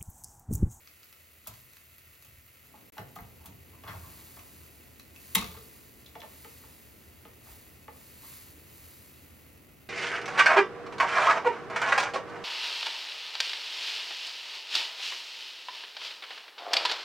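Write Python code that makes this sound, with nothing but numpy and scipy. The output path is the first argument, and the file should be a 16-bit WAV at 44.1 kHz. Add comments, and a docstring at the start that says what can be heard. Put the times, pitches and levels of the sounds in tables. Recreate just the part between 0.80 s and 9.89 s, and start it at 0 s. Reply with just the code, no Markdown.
"""Grill basket on an electric grill.

A wire basket of chicken is closed in a small kitchen. The lid knocks and scrapes into place,
ringing wires and frame and thumping the housing. The sprung steel handles snap together,
then the basket is nudged about by its held handle. Fat sizzles and spits faintly throughout
in countless tiny bursts, over a low drone and a soft rush of air."""
import sys
import numpy as np
from scipy import signal
from scipy.fft import rfft, irfft
from scipy.io import wavfile
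from scipy.ndimage import uniform_filter1d

SR = 44100
rng = np.random.default_rng(int(sys.argv[2]) if len(sys.argv) > 2 else 0)


def to_wav(s):
    """Save 16-bit WAV."""
    ch = np.atleast_2d(s).T  # columns
    pcm = np.round(np.clip(ch, -1, 1) * 32767)  # PCM
    wavfile.write(sys.argv[1], SR, pcm.astype(np.int16))


N = 400862
TIME_S, ALL_HZ = np.arange(N) / SR, np.fft.rfftfreq(N, 1 / SR) + 1
HIT_SIZE = 32768
HIT_S, HIT_HZ = np.arange(HIT_SIZE) / SR, np.fft.rfftfreq(HIT_SIZE, 1 / SR) + 1

# low drone: freq_hz, gain_db
DRONE_SPECTRUM = [(20, -25), (38, -16), (54, -13), (68, -7), (83, 0.5), (97, -12), (125, -7), (170, -20.5),
                  (400, -36), (2000, -73)]
# drone, growing in two steps: time_s, level_db
DRONE_ENVELOPE = [(.5, -69), (.75, -64.5), (2.0, -65), (2.5, -59), (4, -60), (9, -58.5)]
# rush of air: freq_hz, gain_db
RUSH_SPECTRUM = [(20, -37), (45, -6), (110, -8), (180, 1.5), (270, 2), (420, -2.5), (650, -9.5),
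                 (1000, -13.5), (2000, -25), (8000, -76)]
# rush, setting in and holding: time_s, level_db
RUSH_ENVELOPE = [(1.75, -74.5), (2.0, -61.5), (4.8, -61.5)]
# steady frying: freq_hz, gain_db
FRYING_SPECTRUM = [(30, -31), (200, -4.5), (600, -1), (950, -12), (1350, -1), (1650, -6), (1950, 3.5),
                   (2350, 0), (2750, 0.5), (3400, -7.5), (5500, -12), (11500, -6), (13300, -3.5),
                   (14400, -19), (16000, 1)]
# hiss of juice on the element: freq_hz, gain_db
HISS_SPECTRUM = [(100, -11), (400, -55), (1000, 2), (1450, -1), (2000, 4), (3200, -1), (4500, 3.5),
                 (5700, -2), (7000, 3.5), (9500, 8.5), (12800, 2.5), (14300, 7.5), (16000, -1.5)]
# juice runs as the basket is pressed or shifted: start_s, swell_s, peak_db (before trim)
JUICE_RUNS = [(0.66, 0.066, -53.5), (0.8, 0.19, -64), (3.0, 0.34, -50.5), (4.3, 0.28, -49),
              (5.35, 0.3, -52.5), (6.62, 0.089, -52.5), (7.08, 0.21, -52), (7.39, 0.12, -47.5),
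              (7.8, 0.24, -52)]
# thin high sizzle, sinking as the lid comes down: time_s, level_db
THIN_ENVELOPE = [(1.8, -69.5), (2.5, -66), (3.2, -82)]
# loudest spits of fat: start_s, tick_db, pop_db
FAT_SPITS = [(0.0738, -66, -57), (0.231, -71.5, -61), (0.3272, -61, -62), (0.7395, -66, -63),
             (0.934, -62, -64), (0.969, -65, -59), (1.1828, -59, -65), (1.4248, -61, -65),
             (3.5922, -69, -58), (4.1965, -62, -56), (4.361, -66, -55.5)]
# tick of a spit: freq_hz, gain_db
SPIT_SPECTRUM = [(1000, -23), (4000, -27), (6500, 4), (8500, 6), (12500, 17), (16000, -18)]
# bursting blister: freq_hz, width_hz, gain_db
POP_MODES = [(1350, 520, -6.5), (2150, 800, -6), (2620, 170, 4.5), (4100, 2200, -3.5)]

# light flicks of a short wire: start_s, level_db
FLICKS = [(0.659, -65), (2.66, -77), (5.2613, -56.5), (5.355, -62), (5.403, -56.5)]
# short wire: freq_hz, width_hz, gain_db
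SHORT_WIRE_MODES = [(3470, 140, 4), (4000, 240, -4), (5100, 940, -14)]
# wire on wire: start_s, chatter_s, frame_db, extra_clink_db, first_hz, second_hz, wire_db
WIRE_KNOCKS = [(0.662, 0.0054, -72, -6, 1010, 1330, -54.5), (2.179, 0.0018, -48.5, 0.5, 855, 1810, -49),
               (2.192, 0.0088, -52.5, -14, 460, 210, -53), (2.358, 0.0052, -54.5, -3, 770, 1230, -47.5),
               (2.385, .003, -55, -1.5, 900, 1880, -63), (3.034, 0.0071, -52.5, -3.5, 626, 2040, -66),
               (3.074, 0.033, -48, 3.5, 1080, 1400, -48), (3.133, 0.02, -53, -11, 890, 606, -60),
               (3.215, 0.21, -57, -2, 1010, 1120, -60), (3.565, 0.024, -56.5, -5, 1030, 694, -60),
               (4.562, 0.0071, -48, -1, 920, 222, -40.5), (4.593, 0.014, -55, -10, 520, 1130, -57.5),
               (4.615, 0.008, -52.5, -5, 1216, 2610, -47), (4.742, .006, -58, -8, 1070, 885, -60),
               (4.764, .012, -63.5, 4, 450, 1210, -53.5)]
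# first bright contact: freq_hz, gain_db
TICK_SPECTRUM = [(1500, -3.5), (3500, 3.5), (5500, -0.5), (7000, 5), (10000, 7), (13500, 9.5), (16000, 5.5)]
# cross wires: freq_hz, width_hz, gain_db
CROSS_WIRE_MODES = [(1854, 350, 8.5), (2030, 100, -6), (2110, 150, 11), (2550, 280, -3.5), (2860, 130, 0),
                    (3270, 410, 2.5), (4240, 520, -1), (5000, 680, 0)]
# loaded frame: freq_hz, width_hz, gain_db
FRAME_MODES = [(444, 24, 5.5), (650, 190, -2), (800, 170, -4), (910, 70, -10), (980, 44, -9), (1127, 30, 2),
               (1250, 88, -21), (1340, 60, -11)]
# grill housing: freq_hz, width_hz, gain_db
HOUSING_MODES = [(56.5, 18, 4.5), (85.8, 13, 10), (114, 37, 11.5), (185, 30, -33), (237, 18, -7)]
# glancing wire ends: start_s, chatter_s, tick_db
WIRE_GRAZES = [(0.67, 0.0095, -40.5), (2.355, 0.0093, -54), (3.081, 0.046, -53), (1.446, 0.011, -57),
               (2.656, 0.011, -48)]
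# basket leaning on the housing: start_s, press_s, cutoff_hz, level_db
HOUSING_BUMPS = [(0.675, 0.03, 300, -56), (1.462, 0.062, 49, -55.5), (2.395, 0.0099, 298, -48),
                 (2.671, 0.058, 299, -50.5), (3.14, 0.025, 300, -48.5), (3.255, .03, 300, -51.5),
                 (6.69, 0.039, 50, -53.5)]
# wire sliding on wire: start_s, length_s, pitch_hz, half_width_hz, level_db
WIRE_SLIDES = [(1.931, 0.037, 770, 198, -54.5), (2.167, 0.025, 770, 280, -47.5),
               (2.586, 0.15, 845, 278, -62), (2.922, 0.04, 1020, 80.6, -59), (3.052, 0.056, 990, 400, -49),
               (3.228, 0.035, 1030, 60, -59.5), (6.655, 0.056, 900, 350, -58.5),
               (7.425, 0.031, 1010, 220, -56)]

# handles shutting (slip, strike, rebound): start_s, level_db
SNAP_CONTACTS = [(4.547, -31), (4.55, -22.5), (4.5531, -30.5)]
# crack of the snap: freq_hz, gain_db
CRACK_SPECTRUM = [(30, -40), (200, -14), (400, -18), (650, -19), (1050, -14), (1600, -9.5), (2150, 0.5),
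                  (2900, -4), (3800, 2), (4800, -10.5), (7000, -7.5), (9500, 0.5), (12500, -3.5),
                  (15500, -6.5)]
# sprung handles: freq_hz, width_hz, gain_db
HANDLE_MODES = [(191, 10, -7), (227, 10, -4), (335, 8, -9), (427, 1.4, -9), (441, 1.4, -8.5),
                (452, 1.8, -8.5), (894, 14, -2), (946, 16, -2), (1020, 20, -5), (1109, 12, 3),
                (1250, 20, -4), (2075, 16, 5), (2150, 18, 4), (2270, 16, -2), (2620, 14, -1), (2791, 20, 0),
                (3099, 20, 0), (3400, 36, 0), (3885, 36, 4), (4032, 22, -3), (5130, 30, -4), (5411, 26, -2),
                (6342, 30, -5), (6837, 30, -5), (7510, 40, -5), (9290, 50, -1), (9701, 40, -3),
                (11783, 40, 5), (11979, 32, 0), (13139, 40, 2), (13862, 36, 0), (14200, 40, -1),
                (14509, 55, 1)]
# loose wires rattling: freq_hz, gain_db
RATTLE_SPECTRUM = [(30, -36), (200, -13), (450, 3.5), (700, -4.5), (1100, 5.5), (1600, -9), (2100, 1),
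                   (2600, 1), (3100, -3), (3900, 0), (4800, -8.5), (7000, -12), (9500, 1), (15500, -11.5)]
# held handle hitting the housing: start_s, level_db, cutoff_hz, wire_hz, wire_db
HANDLE_HITS = [(5.3505, -50, 3030, 676, -49.5), (5.415, -52.5, 2400, 900, -54),
               (5.431, -53, 1400, 660, -53), (5.644, -52, 3200, 930, -55), (5.833, -60, 2000, 880, -62),
               (6.449, -56, 3000, 437, -56.5), (7.078, -51.5, 3000, 834, -57.5)]
# hand-damped handle: freq_hz, width_hz, gain_db
HELD_HANDLE_MODES = [(466, 33, 2.5), (556, 120, -0.5), (680, 32, -1), (870, 44, 5), (1080, 220, -2),
                     (1210, 60, 0), (1780, 170, -2), (2100, 84, -8), (2850, 550, -15)]
# fingers shifting grip: start_s, length_s, pitch_hz, half_width_hz, level_db
GRIP_SCUFFS = [(5.862, 0.019, 270, 80, -61), (7.755, 0.052, 377, 80, -61.5), (7.905, 0.022, 344, 80, -66),
               (8.418, 0.015, 323, 118.4, -58)]

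# kitchen reverberation: freq_hz, t60_s
KITCHEN_DECAY = [(100, 0.58), (500, 0.44), (1200, 0.32), (3000, 0.26), (7000, 0.19), (14000, 0.025)]
# two close microphone ports: freq_hz, left_lead_rad, left_minus_right_db
MIC_PORTS = [(100, 0, -1), (500, .1, .5), (1200, .5, 2.5), (2400, .9, .7), (4500, .7, 2.5), (6500, -.8, .5),
             (7700, -2.5, 0), (8600, -3.1, 0), (10500, -4.3, 0), (12300, -5.9, 0), (16000, -6.0, 0)]


def undb(db):
    """Decibels to gain."""
    return 10 ** (np.asarray(db) / 20)


def unit(x):
    """Scale to rms 1."""
    return x / np.sqrt(np.mean(x ** 2))


def over_hz(table, hz):
    """Interpolate each column over log frequency."""
    points_hz, *columns = np.transpose(table)
    return np.squeeze([np.interp(np.log(hz), np.log(points_hz), column) for column in columns])


def over_time(envelope):
    """Gain from rows of time_s, level_db."""
    return undb(np.interp(TIME_S, *np.transpose(envelope)))


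def colour(x, spectrum):
    """Shape a full-length signal by a spectrum; rms 1."""
    return unit(irfft(rfft(x) * undb(over_hz(spectrum, ALL_HZ)), N))


def resonances(modes, place_db=0):
    """Modal response; the place of a touch scatters the mode gains by place_db."""
    return sum(undb(db + place_db * rng.standard_normal())
               / (1 + 1j * (HIT_HZ ** 2 - hz ** 2) / (width_hz * HIT_HZ)) for hz, width_hz, db in modes)


def soft(cutoff_hz):
    """Low-pass of a contact of finite length."""
    return 1 / np.sqrt(1 + (HIT_HZ / cutoff_hz) ** 6)


def add(track, start_s, sound):
    """Mix a sound in at start_s."""
    start = max(int(start_s * SR), 0)
    track[start:start + len(sound)] += sound[:N - start]


def contact(response, chatter_s, dispersion=.12):
    """Dying burst of tiny contacts through a response; energy of 20 ms at rms 1."""
    burst = rng.standard_normal(HIT_SIZE) * np.exp(-HIT_S / max(chatter_s, 1e-4))
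    lag_s = dispersion / np.sqrt(HIT_HZ + 50)  # bending waves: lows arrive late
    delay = np.exp(-2j * np.pi * np.cumsum(lag_s) * SR / HIT_SIZE)
    return unit(irfft(rfft(burst) * response * delay)) * np.sqrt(.02 * SR / HIT_SIZE)


def impulses(rate_hz, scatter_db):
    """Random tiny bursts; scatter_db makes a few much bigger."""
    sizes = undb(scatter_db * np.minimum(rng.exponential(size=N), 6))
    return (rng.random(N) < rate_hz / SR) * rng.standard_normal(N) * sizes


def wander(rate_hz):
    """Random steps, smoothed twice; deviation near 1."""
    hold = int(SR / rate_hz)
    steps = np.repeat(rng.standard_normal(N // hold + 1), hold)
    return 1.3 * uniform_filter1d(uniform_filter1d(steps, hold), hold)[:N]


def spread(centre, sides, side_db, mono_above_hz=9000):
    """Mid/side to stereo; the top treble is alike in both channels."""
    sides = signal.sosfilt(signal.butter(2, mono_above_hz, fs=SR, output="sos"), sides)
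    return centre + undb(side_db) * sides * np.array([[1], [-1]])


def background(waver_db=0.5):
    """A wavering low drone and a soft rush of air."""
    drone = spread(*(colour(rng.standard_normal(N), DRONE_SPECTRUM) for _ in range(2)), side_db=-14.5)
    rush = spread(*(colour(rng.standard_normal(N), RUSH_SPECTRUM) for _ in range(2)), side_db=-4)
    waver = undb(waver_db * wander(rate_hz=3.265))
    return drone * over_time(DRONE_ENVELOPE) * waver + rush * over_time(RUSH_ENVELOPE)


def boiling(simmer_db=-59.5, fade_start_s=8.3, fade_db_per_s=6, steepness=1.13):
    """Hiss gain: runs of juice swell and dry up over a simmer that fades as the basket is drawn back."""
    power = undb(simmer_db - fade_db_per_s * np.maximum(TIME_S - fade_start_s, 0)) ** 2
    for start_s, swell_s, peak_db in JUICE_RUNS:
        age = np.maximum(TIME_S - start_s, 0) / swell_s
        power += (undb(peak_db) * (age * np.exp(1 - age)) ** steepness) ** 2
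    return np.sqrt(power)


def sizzle(frying_db=-58, hiss_trim_db=-2, waver_db=.5, thin_hz=13400, thin_width_hz=900):
    """Fat fries steadily, juice hisses on the element, and a thin band sings while the lid is open."""
    frying = spread(*(colour(impulses(5000, 0.5), FRYING_SPECTRUM) for _ in range(2)), side_db=-6)
    hiss = spread(*(colour(impulses(14000, 1), HISS_SPECTRUM) for _ in range(2)), side_db=-11.5)
    thin_band = 1 / (1 + (2 * (ALL_HZ - thin_hz) / thin_width_hz) ** 2)
    thin = unit(irfft(rfft(impulses(rate_hz=3700, scatter_db=5.5)) * thin_band, N))
    frying *= undb(frying_db + waver_db * wander(rate_hz=7.2))
    hiss *= boiling() * undb(hiss_trim_db + waver_db * wander(rate_hz=5.3))
    return frying + hiss + thin * over_time(THIN_ENVELOPE)


def spits(crackle_db=-72, crackle_rate_hz=70, tick_s=.0003, pop_s=.002, dispersion=.01):
    """Fat droplets burst with a tick and a pop; finer ones crackle at random."""
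    out = np.zeros(N)
    tick, pop = undb(over_hz(SPIT_SPECTRUM, HIT_HZ)), resonances(POP_MODES)
    for start_s, tick_db, pop_db in FAT_SPITS:
        add(out, start_s, undb(tick_db) * contact(tick, tick_s, dispersion))
        add(out, start_s, undb(pop_db) * contact(pop, pop_s, dispersion))
    drops = (rng.random(N) < crackle_rate_hz / SR) * rng.uniform(-1, 1, N)
    burst = contact(tick, tick_s, dispersion) + contact(pop, tick_s, dispersion)
    return out + undb(crackle_db) * unit(signal.fftconvolve(drops, burst)[:N])


def flicks(chatter_s=0.0034):
    """A light flick rings one short wire."""
    out = np.zeros(N)
    for start_s, db in FLICKS:
        add(out, start_s, undb(db) * contact(resonances(SHORT_WIRE_MODES), chatter_s, dispersion=0))
    return out


def housing(cutoff_hz=260):
    """Response of the housing, whose soft feet pass only the lows."""
    return resonances(HOUSING_MODES) / (1 + 1j * HIT_HZ / cutoff_hz) ** 2


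def touch(chatter_s, frame_db, clink_db, tick_db, thump_db):
    """A touch ticks, rings the cross wires and the heavier frame, then thumps the housing."""
    settle_s, thump_s, thump_lag_s = 0.0052, 0.011, 0.0039
    tick = undb(tick_db) * contact(undb(over_hz(TICK_SPECTRUM, HIT_HZ)), chatter_s)
    cross_wires = resonances(CROSS_WIRE_MODES, place_db=2) * soft(cutoff_hz=3800)
    clink = undb(clink_db) * contact(cross_wires, chatter_s)
    frame = resonances(FRAME_MODES, place_db=2) * soft(cutoff_hz=1600)
    clunk = undb(frame_db) * contact(frame, chatter_s + settle_s)
    thump = undb(thump_db) * contact(housing(), chatter_s + thump_s)
    return tick + clink + clunk + np.interp(HIT_S - thump_lag_s, HIT_S, thump, left=0)


def wire(pitch_hz, chatter_s, width_hz=59):
    """One wire rings at its own pitch while the contact chatters."""
    return contact(resonances([(pitch_hz, width_hz, 0)]) * soft(2 * pitch_hz), chatter_s)


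def knocks(second_wire_db=-4.5):
    """Blunt knocks ring the basket and the two wires that meet."""
    out = np.zeros(N)
    for start_s, chatter_s, db, extra_clink_db, first_hz, second_hz, wire_db in WIRE_KNOCKS:
        clink_db = db + extra_clink_db - 0.5
        basket = touch(chatter_s, frame_db=db, clink_db=clink_db, tick_db=db - 9, thump_db=db + 1)
        wires = wire(first_hz, chatter_s) + undb(second_wire_db) * wire(second_hz, chatter_s)
        add(out, start_s, basket + undb(wire_db) * wires)
    return out


def grazes():
    """A wire end glances off the basket: mostly tick."""
    out = np.zeros(N)
    for start_s, chatter_s, db in WIRE_GRAZES:
        graze = touch(chatter_s, frame_db=db - 15, clink_db=db - 49, tick_db=db, thump_db=db - 13.5)
        add(out, start_s, graze)
    return out


def bumps():
    """The basket leans on the grill; the housing gives a soft low bump."""
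    out = np.zeros(N)
    for start_s, press_s, cutoff_hz, db in HOUSING_BUMPS:
        add(out, start_s, undb(db) * contact(housing(cutoff_hz), press_s))
    return out


def rubs(slides):
    """Stick-slip grains keep one resonance sounding through each slide."""
    out = np.zeros(N)
    for start_s, length_s, pitch_hz, half_width_hz, db in slides:
        slips = impulses(rate_hz=2300, scatter_db=1.5)[:HIT_SIZE]
        ring = irfft(rfft(slips) * resonances([(pitch_hz, 2 * half_width_hz, 0)]) ** 2)
        stroke = np.sqrt(np.hanning(int(length_s * SR)))
        add(out, start_s, undb(db) * unit(ring[:len(stroke)]) * stroke)
    return out


def handle_ring(split_at_1khz_hz=28, attack_s=0.0017):
    """The two handles differ slightly, so each mode beats with a weaker twin."""
    ring = 0
    for hz, width_hz, db in HANDLE_MODES:
        tone = np.sin(2 * np.pi * (hz * HIT_S + rng.random()))
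        twin_hz = hz + split_at_1khz_hz * np.sqrt(hz / 1000) * rng.standard_normal()
        twin = np.sin(2 * np.pi * (twin_hz * HIT_S + rng.random()))
        decay = np.sqrt(width_hz / 20) * np.exp(-np.pi * width_hz * HIT_S)  # narrow: softer, longer
        ring += undb(db) * decay * (tone + .5 * twin)
    return ring * (1 - np.exp(-HIT_S / attack_s))


def rattle(decay_s=0.069):
    """Loose wires clash again and again, ever more weakly."""
    clashes = impulses(rate_hz=900, scatter_db=0)[:HIT_SIZE] * np.exp(-HIT_S / decay_s)
    clash = contact(undb(over_hz(RATTLE_SPECTRUM, HIT_HZ)), chatter_s=0)
    return signal.fftconvolve(clashes / np.linalg.norm(clashes), clash)


def snap(ring_db=-37.5, rattle_db=-31, bounce_db=-42, bounce_hz=185, jolt_db=-44):
    """The sprung handles crack together and ring; the basket rattles, bounces and jolts the grill."""
    out, crack = np.zeros(N), undb(over_hz(CRACK_SPECTRUM, HIT_HZ))
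    for start_s, db in SNAP_CONTACTS:
        add(out, start_s, undb(db) * contact(crack, chatter_s=.0028, dispersion=.2))
    strike_s = SNAP_CONTACTS[1][0]
    add(out, strike_s, undb(ring_db) * handle_ring())
    add(out, strike_s, undb(rattle_db) * rattle())
    bounce = contact(resonances([(bounce_hz, 50, 0)]) ** 2, chatter_s=.002, dispersion=0.203)
    jolt = contact(housing(cutoff_hz=40), chatter_s=0.088, dispersion=0.301)
    add(out, strike_s, undb(bounce_db) * bounce + undb(jolt_db) * jolt)
    return out


def handle_knocks(grit_db=-3, grit_s=0.0047, dispersion=.17):
    """The hand damps the handle: short dull clunks with a little gritty chatter."""
    out = np.zeros(N)
    for start_s, db, cutoff_hz, wire_hz, wire_db in HANDLE_HITS:
        handle = resonances(HELD_HANDLE_MODES) * soft(cutoff_hz)
        clunk = contact(handle, 0, dispersion)
        grit = undb(grit_db) * contact(handle, grit_s, dispersion)
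        add(out, start_s, undb(db) * (clunk + grit) + undb(wire_db) * wire(wire_hz, grit_s))
    return out


def kitchen(x, mono_below_hz=350, onset_s=0.00053):
    """Tiled walls return a short diffuse tail; treble dies first, bass is alike at both ports."""
    centre, sides = rng.standard_normal((2, HIT_SIZE))
    sides = irfft(rfft(sides) * HIT_HZ / (HIT_HZ + mono_below_hz))
    spectrum = rfft(spread(centre, sides, side_db=0.5))
    tail, edges_hz = 0, np.geomspace(40, SR / 2, num=13)
    for low_hz, high_hz in zip(edges_hz, edges_hz[1:]):
        t60_s = over_hz(KITCHEN_DECAY, np.sqrt(low_hz * high_hz))
        band = irfft(spectrum * ((HIT_HZ >= low_hz) & (HIT_HZ < high_hz)))
        tail += band * undb(-60 * HIT_S / t60_s)
    tail = unit(tail * (1 - np.exp(-HIT_S / onset_s))) / np.sqrt(HIT_SIZE)
    return signal.fftconvolve(x[None], tail, axes=1)[:, :N]


def scene(taps_room_db=-4, snap_room_db=-7):
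    """Basket and fat in the kitchen at two close ports; basket and spits are louder on the left."""
    taps = knocks() + grazes() + flicks() + handle_knocks()
    taps = taps + rubs(WIRE_SLIDES) + rubs(GRIP_SCUFFS) + bumps() + spits()
    clack = snap()
    events = taps + clack + kitchen(undb(taps_room_db) * taps + undb(snap_room_db) * clack)
    lead_rad, balance_db = over_hz(MIC_PORTS, ALL_HZ)
    side = np.array([[.5], [-.5]])
    spectrum = rfft(events) * undb(side * balance_db) + rfft(sizzle() + background())
    return irfft(spectrum * np.exp(1j * side * lead_rad), N)


def record(dry):
    """The sound drops out for an instant; deepest bass and top treble are cut."""
    mute_start_s, mute_end_s = 2.101, 2.122
    low_hz, top_hz = 36, 15950
    gate = uniform_filter1d(1. * ((TIME_S < mute_start_s) | (TIME_S > mute_end_s)), size=40)
    dry = signal.sosfilt(signal.butter(4, low_hz, "high", fs=SR, output="sos"), dry)
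    return signal.sosfilt(signal.ellip(10, .2, 70, top_hz, fs=SR, output="sos"), dry * gate)


dry = scene()
out = record(dry)
to_wav(out)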